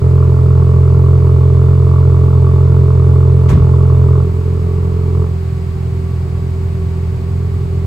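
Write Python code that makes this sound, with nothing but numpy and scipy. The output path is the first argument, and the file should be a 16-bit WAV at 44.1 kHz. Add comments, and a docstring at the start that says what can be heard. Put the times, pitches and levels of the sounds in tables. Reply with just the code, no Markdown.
"""A turbocharged four-cylinder engine at its fast cold idle in a workshop, heard in stereo from behind the tailpipe.
Every firing sends a pulse down the exhaust, which booms low and barks higher up; gas rushes in the silencer.
Hiss and whines of the engine bay come from around the room; a thin whistle builds up while the valves are open.
A car door is slammed: filtered noise for latch and panel, decaying sines for its low ring and the cabin air.
Then the exhaust valves close in two steps, with a flick back between them, and the note turns softer."""
import sys
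import numpy as np
from scipy import signal
from scipy.fft import rfft, irfft, next_fast_len
from scipy.io import wavfile

SR = 44100
rng = np.random.default_rng(int(sys.argv[2]) if len(sys.argv) > 2 else 0)


def digitize_waveform(pressure):
    """Quantize a signal to 16-bit integers and store it at the path in sys.argv[1].

    Rows of a 2-D input are taken as channels; values are limited to [-1, 1].
    """
    field = np.atleast_2d(pressure).T
    bounded = np.clip(field, -1, 1)
    quanta = np.round(bounded * 32767).astype(np.int16)
    wavfile.write(sys.argv[1], SR, quanta)


N = 346626
T = np.arange(N) / SR  # time of each sample, s
SIZE = next_fast_len(N + SR)  # transform length, with room for tails
HZ = np.maximum(np.arange(SIZE // 2 + 1) * SR / SIZE, 1)  # frequency of each bin, kept above 0


def from_db(db):
    """Decibels to gain."""
    return 10 ** (np.asarray(db) / 20)


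def rms_one(x):
    """Scale to unit rms."""
    return x / np.sqrt(np.mean(x ** 2) + 1e-20)


def in_time(rows):
    """Each column of a curve at every sample."""
    s, *columns = np.transpose(rows)
    return [np.interp(T, s, column) for column in columns]


def over_hz(points, axis=1):
    """One column of a table, joined by straight lines on a log-frequency axis."""
    columns = np.transpose(points)
    return np.interp(np.log(HZ), np.log(columns[0]), columns[axis])


def through(x, response):
    """Filter by a frequency response."""
    return irfft(rfft(x, SIZE) * response, SIZE)[..., :N]


def causal(gain):
    """The minimum-phase response with this gain: it rings only after it is struck."""
    cepstrum = irfft(np.log(gain), SIZE)
    cepstrum[1:SIZE // 2] *= 2
    cepstrum[SIZE // 2 + 1:] = 0
    return np.exp(rfft(cepstrum))


def resonance(hz, width_hz):
    """Response of one resonance, gain 1 on top."""
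    return 1 / (1 + 1j * (HZ ** 2 - hz ** 2) / (HZ * width_hz))


def drift(step_s):
    """A slow random wander: normal draws of spread 1, joined by straight lines."""
    knots = np.arange(0, T[-1] + 1, step_s)
    return np.interp(T, knots, rng.standard_normal(len(knots)))


def whine(hz, waver_hz):
    """A stereo tone of rms 1 whose pitch wavers quickly, so that it blurs into a narrow band."""
    knots = np.arange(0, T[-1] + 1, .012)
    waver = np.array([np.interp(T, knots, side) for side in rng.standard_normal((2, len(knots)))])
    phase = 2 * np.pi * np.cumsum(hz + waver_hz * waver, axis=1) / SR
    return np.sqrt(2) * np.sin(phase)


def diffuse(gain):
    """Stereo noise as it arrives from all round the room; gain per root Hz."""
    # likeness of the two microphones, before clipping: (frequency [Hz], correlation [1])
    likeness = [(100, 1), (240, 0.94), (450, 0.96), (770, -0.15), (1170, 0.77), (1800, -0.014),
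                (4200, 0.24), (5200, 0.21), (6600, 0.6), (8200, .2), (9300, -0.64), (10200, -1.22),
                (11400, -0.18), (12600, 0.89), (15500, .5)]
    alike = np.clip(over_hz(likeness), -.99, .99)
    mid, side = rng.standard_normal((2, N)) * np.sqrt(SR) / 2
    common = through(mid, gain * np.sqrt(1 + alike))
    opposed = through(side, gain * np.sqrt(1 - alike))
    return common + opposed * [[1], [-1]]


def at_microphones(x):
    """Standing waves of the room give the left microphone its own level and lag against the right."""
    # left against right: (frequency [Hz], level [dB], lag [rad])
    left_port = [(42, 2, 0.64), (85, -2.13, 0.21), (167, -0.1, 0.41), (290, 2, 1.1), (422, -1.5, 0.62),
                 (553, -9.5, 0.075), (580, -6, 1.3), (990, -1.5, 2.04), (1110, -13, 0.41)]
    left = from_db(over_hz(left_port, axis=1)) * np.exp(-1j * over_hz(left_port, axis=2))
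    return np.array([through(x, left), x])


def workshop(x, t60, wet_db):
    """Direct sound plus dense reflections from floor and walls, different at each microphone."""
    tail = rng.standard_normal((2, SR // 2)) * from_db(-60 * T[:SR // 2] / t60)
    tail /= np.sqrt(np.sum(tail ** 2, axis=1, keepdims=True))
    return x + from_db(wet_db) * through(x, rfft(tail, SIZE))


def firings():
    """Sample at which each firing leaves the engine, counted off its wandering speed."""
    # engine speed: (time [s], firing rate [1/s])
    speed = [(0.0, 43.36), (0.42, 42.84), (1.12, 43.43), (1.39, 43.02), (1.77, 43.85), (2.33, 43.14),
             (2.77, 43.72), (2.92, 42.81), (3.07, 43.36), (4.19, 43.05), (5.03, 43.38), (5.6, 42.5),
             (6.08, 42.63), (6.16, 41.95), (6.61, 42.79), (7.2, 42.46), (7.37, 43.53), (7.86, 42.74)]
    start_turn = .267  # part of a firing interval already past at the start
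    turns = start_turn + np.cumsum(in_time(speed)[0]) / SR
    return np.flatnonzero(np.diff(np.floor(turns)) > 0)


def pulses(at, scatter_db, jitter_s):
    """One pulse a firing; unequal runners make the cylinders limp, and no two burns are alike."""
    # the four cylinders in firing order: (strength [dB], lateness [s])
    cylinders = [(.2, .00012), (.3, -.00009), (-.2, .00009), (-.3, -.00012)]
    strength, lateness = rng.standard_normal((2, len(at)))
    own_db, own_s = np.resize(cylinders, (len(at), 2)).T
    when = np.clip(at + (own_s + lateness * jitter_s) * SR, 0, N - 1).astype(int)
    train = np.zeros(N)
    train[when] = from_db(own_db + scatter_db * strength)
    return train


def pipe(orders, low_hz, high_hz):
    """Response of the exhaust system, falling steeply beyond both ends."""
    idle_hz = 43.1  # the firing rate that the orders are multiples of
    multiple, db = np.transpose(orders)
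    skirts = 1 / np.sqrt((1 + (low_hz / HZ) ** 12) * (1 + (HZ / high_hz) ** 12))
    return causal(from_db(np.interp(HZ / idle_hz, multiple, db)) * skirts + 1e-5)


def boom(at, opening, open_scatter_db, shut_scatter_db, jitter_s, lead_rad):
    """Firing pulses ring the exhaust; the valves hand the gas over from the straight path to the silenced one."""
    # exhaust response with the valves shut, half shut and open: (multiple of idle firing rate [1], level [dB])
    pipe_shut = [(1, -15.5), (2, 4), (3, -3.5), (4, -8), (5, -22), (6, -27.5), (7, -31.5), (8, -31),
                 (9, -9.5), (10, -29.5), (11, -38), (13, -50.5), (14, -38.5), (16, -50.5)]
    pipe_half = [(1, -19), (2, 1), (3, -5.5), (4, -11.5), (5, -35), (6, -25), (7, -26), (8, -31), (9, -15),
                 (10, -14.5), (11, -26), (12, -39), (13, -42.5), (14, -30), (16, -46.5)]
    pipe_open = [(1, -22.5), (2, 2.5), (3, 1.5), (4, -15.5), (5, -39), (6, -28), (7, -30.5), (8, -29.5),
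                 (9, -18), (10, -14.5), (11, -21.5), (12, -42), (13, -49), (14, -22.5), (15, -24.5),
                 (16, -36.5)]
    scatter_db = shut_scatter_db + (open_scatter_db - shut_scatter_db) * opening[at]
    train = pulses(at, scatter_db, jitter_s)
    mouth = -np.exp(1j * lead_rad)  # pressure radiated by an open pipe end leads the flow
    out = 0
    for k, orders in enumerate([pipe_shut, pipe_half, pipe_open]):
        share = np.maximum(1 - np.abs(2 * opening - k), 0)  # crossfade between neighbouring stages
        out = out + share * rms_one(through(train, mouth * pipe(orders, low_hz=37.3, high_hz=714)))
    return at_microphones(out)


def bark(at, scatter_db, hard_db, jitter_s, delay_s, puff_db, top_hz):
    """Each pulse front, with a short turbulent puff behind it, strikes the tailpipe's upper resonances."""
    # upper resonances of the tailpipe: (frequency [Hz], width [Hz], level [dB])
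    tailpipe = [(862, 28, 0), (902, 20, 1), (970, 60, -4), (1080, 30, 0), (1135, 70, 0), (1255, 30, -6),
                (1360, 70, -5)]
    hard = rng.random(len(at)) < .13  # share of burns that are harder and crack in the tailpipe
    hard_gain = np.interp(np.arange(N), at, from_db(hard_db * hard))
    front = pulses(at + delay_s * SR, scatter_db, jitter_s) * hard_gain

    puff_decay_s = .005
    puff_envelope = signal.lfilter([1], [1, -np.exp(-1 / (puff_decay_s * SR))], front)
    puff = workshop(rms_one(puff_envelope * rng.standard_normal(N)), t60=.2, wet_db=3)

    power = sum(np.abs(from_db(db) * resonance(hz, width)) ** 2 for hz, width, db in tailpipe)
    skirts = 1 / np.sqrt((1 + (590 / HZ) ** 24) * (1 + (HZ / top_hz) ** 20))
    gas = at_microphones(rms_one(front)) + from_db(puff_db) * rms_one(puff)
    return rms_one(through(gas, causal(np.sqrt(power) * skirts + 1e-5)))


def gas_flow(opening):
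    """Turbulence in the silencer, coloured by the path that the valves leave open."""
    # turbulent gas: (frequency [Hz], valves shut [dB per Hz], valves open [dB per Hz])
    rumble = [(26, -77.5, -75.5), (40, -66.5, -64), (59, -50.5, -58.5), (85, -46, -44), (115, -41, -48.5),
              (175, -55, -44.5), (193, -69, -64), (227, -56, -50.5), (309, -74, -65), (363, -75, -48.5),
              (417.5, -63, -49), (455, -64.5, -60.5), (610, -96.5, -69.5), (915, -100, -100)]
    shut = diffuse(from_db(over_hz(rumble, axis=1)))
    wide = diffuse(from_db(over_hz(rumble, axis=2)))
    return np.sqrt(1 - opening) * shut + np.sqrt(opening) * wide


def engine_bay():
    """Broad hiss of belts, fans and intake, with steady whines of the ancillaries in it."""
    # hiss from around the room: (frequency [Hz], level [dB per Hz])
    bay = [(200, -96.5), (520, -70.5), (740, -68), (900, -71), (1150, -75), (1600, -78.5), (2250, -78.5),
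           (3400, -87), (4800, -86), (5900, -95), (7600, -90), (9600, -91), (12000, -102.5), (15500, -116)]
    # ancillary whines: (frequency [Hz], rms level [dB])
    whines = [(1130, -49), (2089, -79), (2218, -64), (4266, -70), (4770, -71), (7680, -76)]
    tones = sum(from_db(db) * whine(hz, waver_hz=15.85) for hz, db in whines)
    return diffuse(from_db(over_hz(bay))) + tones


def whistle(opening, wander_hz, swell_db):
    """Gas whistles past the open valves: a thin tone, wandering in pitch and strength, that dies as they close."""
    level_db, shut_loss_db, build_s = -60, 40, 1.4
    hz = 3545 + wander_hz * drift(.7)
    swell = swell_db * drift(.3)
    build_up = np.minimum(T / build_s, 1)
    gain = from_db(level_db - shut_loss_db * (1 - opening) + swell) * build_up
    return gain * whine(hz, waver_hz=1.62)[0]  # same tone at both microphones


def door(rise_s):
    """The latch clacks and the panel rattles as noise bursts that die away in the room; ring and thuds join."""
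    # latch first, panel after: (time [s], level before the rise [dB], low edge [Hz], high edge [Hz], t60 [s])
    door_bursts = [(3.486, -28, 590, 2640, 0.36), (3.491, -32, 2020, 8300, 0.17),
                   (3.499, -22, 300, 1190, 0.22), (3.525, -10.5, 114, 238, 0.32)]
    out, noise = 0, diffuse(1)
    for s, db, low_hz, high_hz, t60 in door_bursts:
        age = np.maximum(T - s, 0)
        band = signal.butter(2, [low_hz, min(high_hz, SR / 2 - 1)], "band", fs=SR, output="sos")
        envelope = from_db(db - 60 * age / t60) * (1 - np.exp(-age / rise_s))
        out = out + rms_one(signal.sosfilt(band, noise)) * envelope
    return out + door_ring(swell_s=0.0074) + thuds()


def door_ring(swell_s):
    """The door hits its frame, which sets its low modes ringing as decaying sines."""
    # low modes: (frequency [Hz], peak level before the swell [dB], t60 [s])
    door_modes = [(73, -4.5, 0.61), (87, -3.5, 0.22), (97.2, -5.5, 0.28), (159.6, -5.5, .49)]
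    slam_s = 3.5106
    age = np.maximum(T - slam_s, 0)
    modes = sum(from_db(db - 60 * age / t60) * np.sin(2 * np.pi * hz * age) for hz, db, t60 in door_modes)
    return modes * (1 - np.exp(-age / swell_s))


def thuds():
    """Deep decaying swings of the air shut in the cabin behind the slammed door."""
    # cabin air: (time [s], frequency [Hz], starting peak level [dB], t60 [s])
    air_swings = [(3.531, 51, -23, 0.35), (3.608, 49.8, -9, 0.22), (3.715, 37.5, -20, 0.41)]
    out = 0
    for s, hz, db, t60 in air_swings:
        age = np.maximum(T - s, 0)
        out = out + from_db(db - 60 * np.minimum(age / t60, 2)) * np.sin(2 * np.pi * hz * age)
    return out


def scene():
    """Exhaust close by, its loudness set by the valves; engine bay and door beyond it."""
    # exhaust valves close halfway, flick back, shut, then ease a little: (time [s], opening [0-1])
    valves = [(4.2, 0.92), (4.28, 0.43), (5.05, 0.46), (5.2, 0.71), (5.3, .2), (5.39, 0.03), (6.3, 0.12),
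              (6.7, 0.1), (7.86, 0.17)]
    # exhaust loudness from shut to open: (opening [0-1], boom [dB], bark [dB])
    loudness = [(0, -16, -64.5), (.55, -11.5, -39), (1, -5.5, -33)]
    opening, at = np.clip(in_time(valves)[0], 0, 1), firings()
    stages, boom_db, bark_db = np.transpose(loudness)
    boom_gain = np.interp(opening, stages, from_db(boom_db))
    bark_gain = np.interp(opening, stages, from_db(bark_db))
    low = boom_gain * boom(at, opening, open_scatter_db=0.53, shut_scatter_db=-0.13,
                           jitter_s=.00004, lead_rad=0.15)
    rasp = bark_gain * bark(at, scatter_db=.9, hard_db=2.2, jitter_s=.00005,
                            delay_s=.0003, puff_db=-.3, top_hz=1450)
    exhaust = low + rasp + gas_flow(opening) + whistle(opening, wander_hz=6.9, swell_db=1.8)
    return exhaust + engine_bay() + door(rise_s=0.0015)


def record(dry):
    """The highest peaks are rounded off at full scale; the deepest rumble and the top are cut."""
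    low_cut_hz, top_cut_hz = 18, 15750
    rounded = dry / (1 + np.abs(dry) ** 16) ** (1 / 16)
    return through(rounded, 1 / np.sqrt((1 + (low_cut_hz / HZ) ** 8) * (1 + (HZ / top_cut_hz) ** 400)))


dry = scene()
out = record(dry)
digitize_waveform(out)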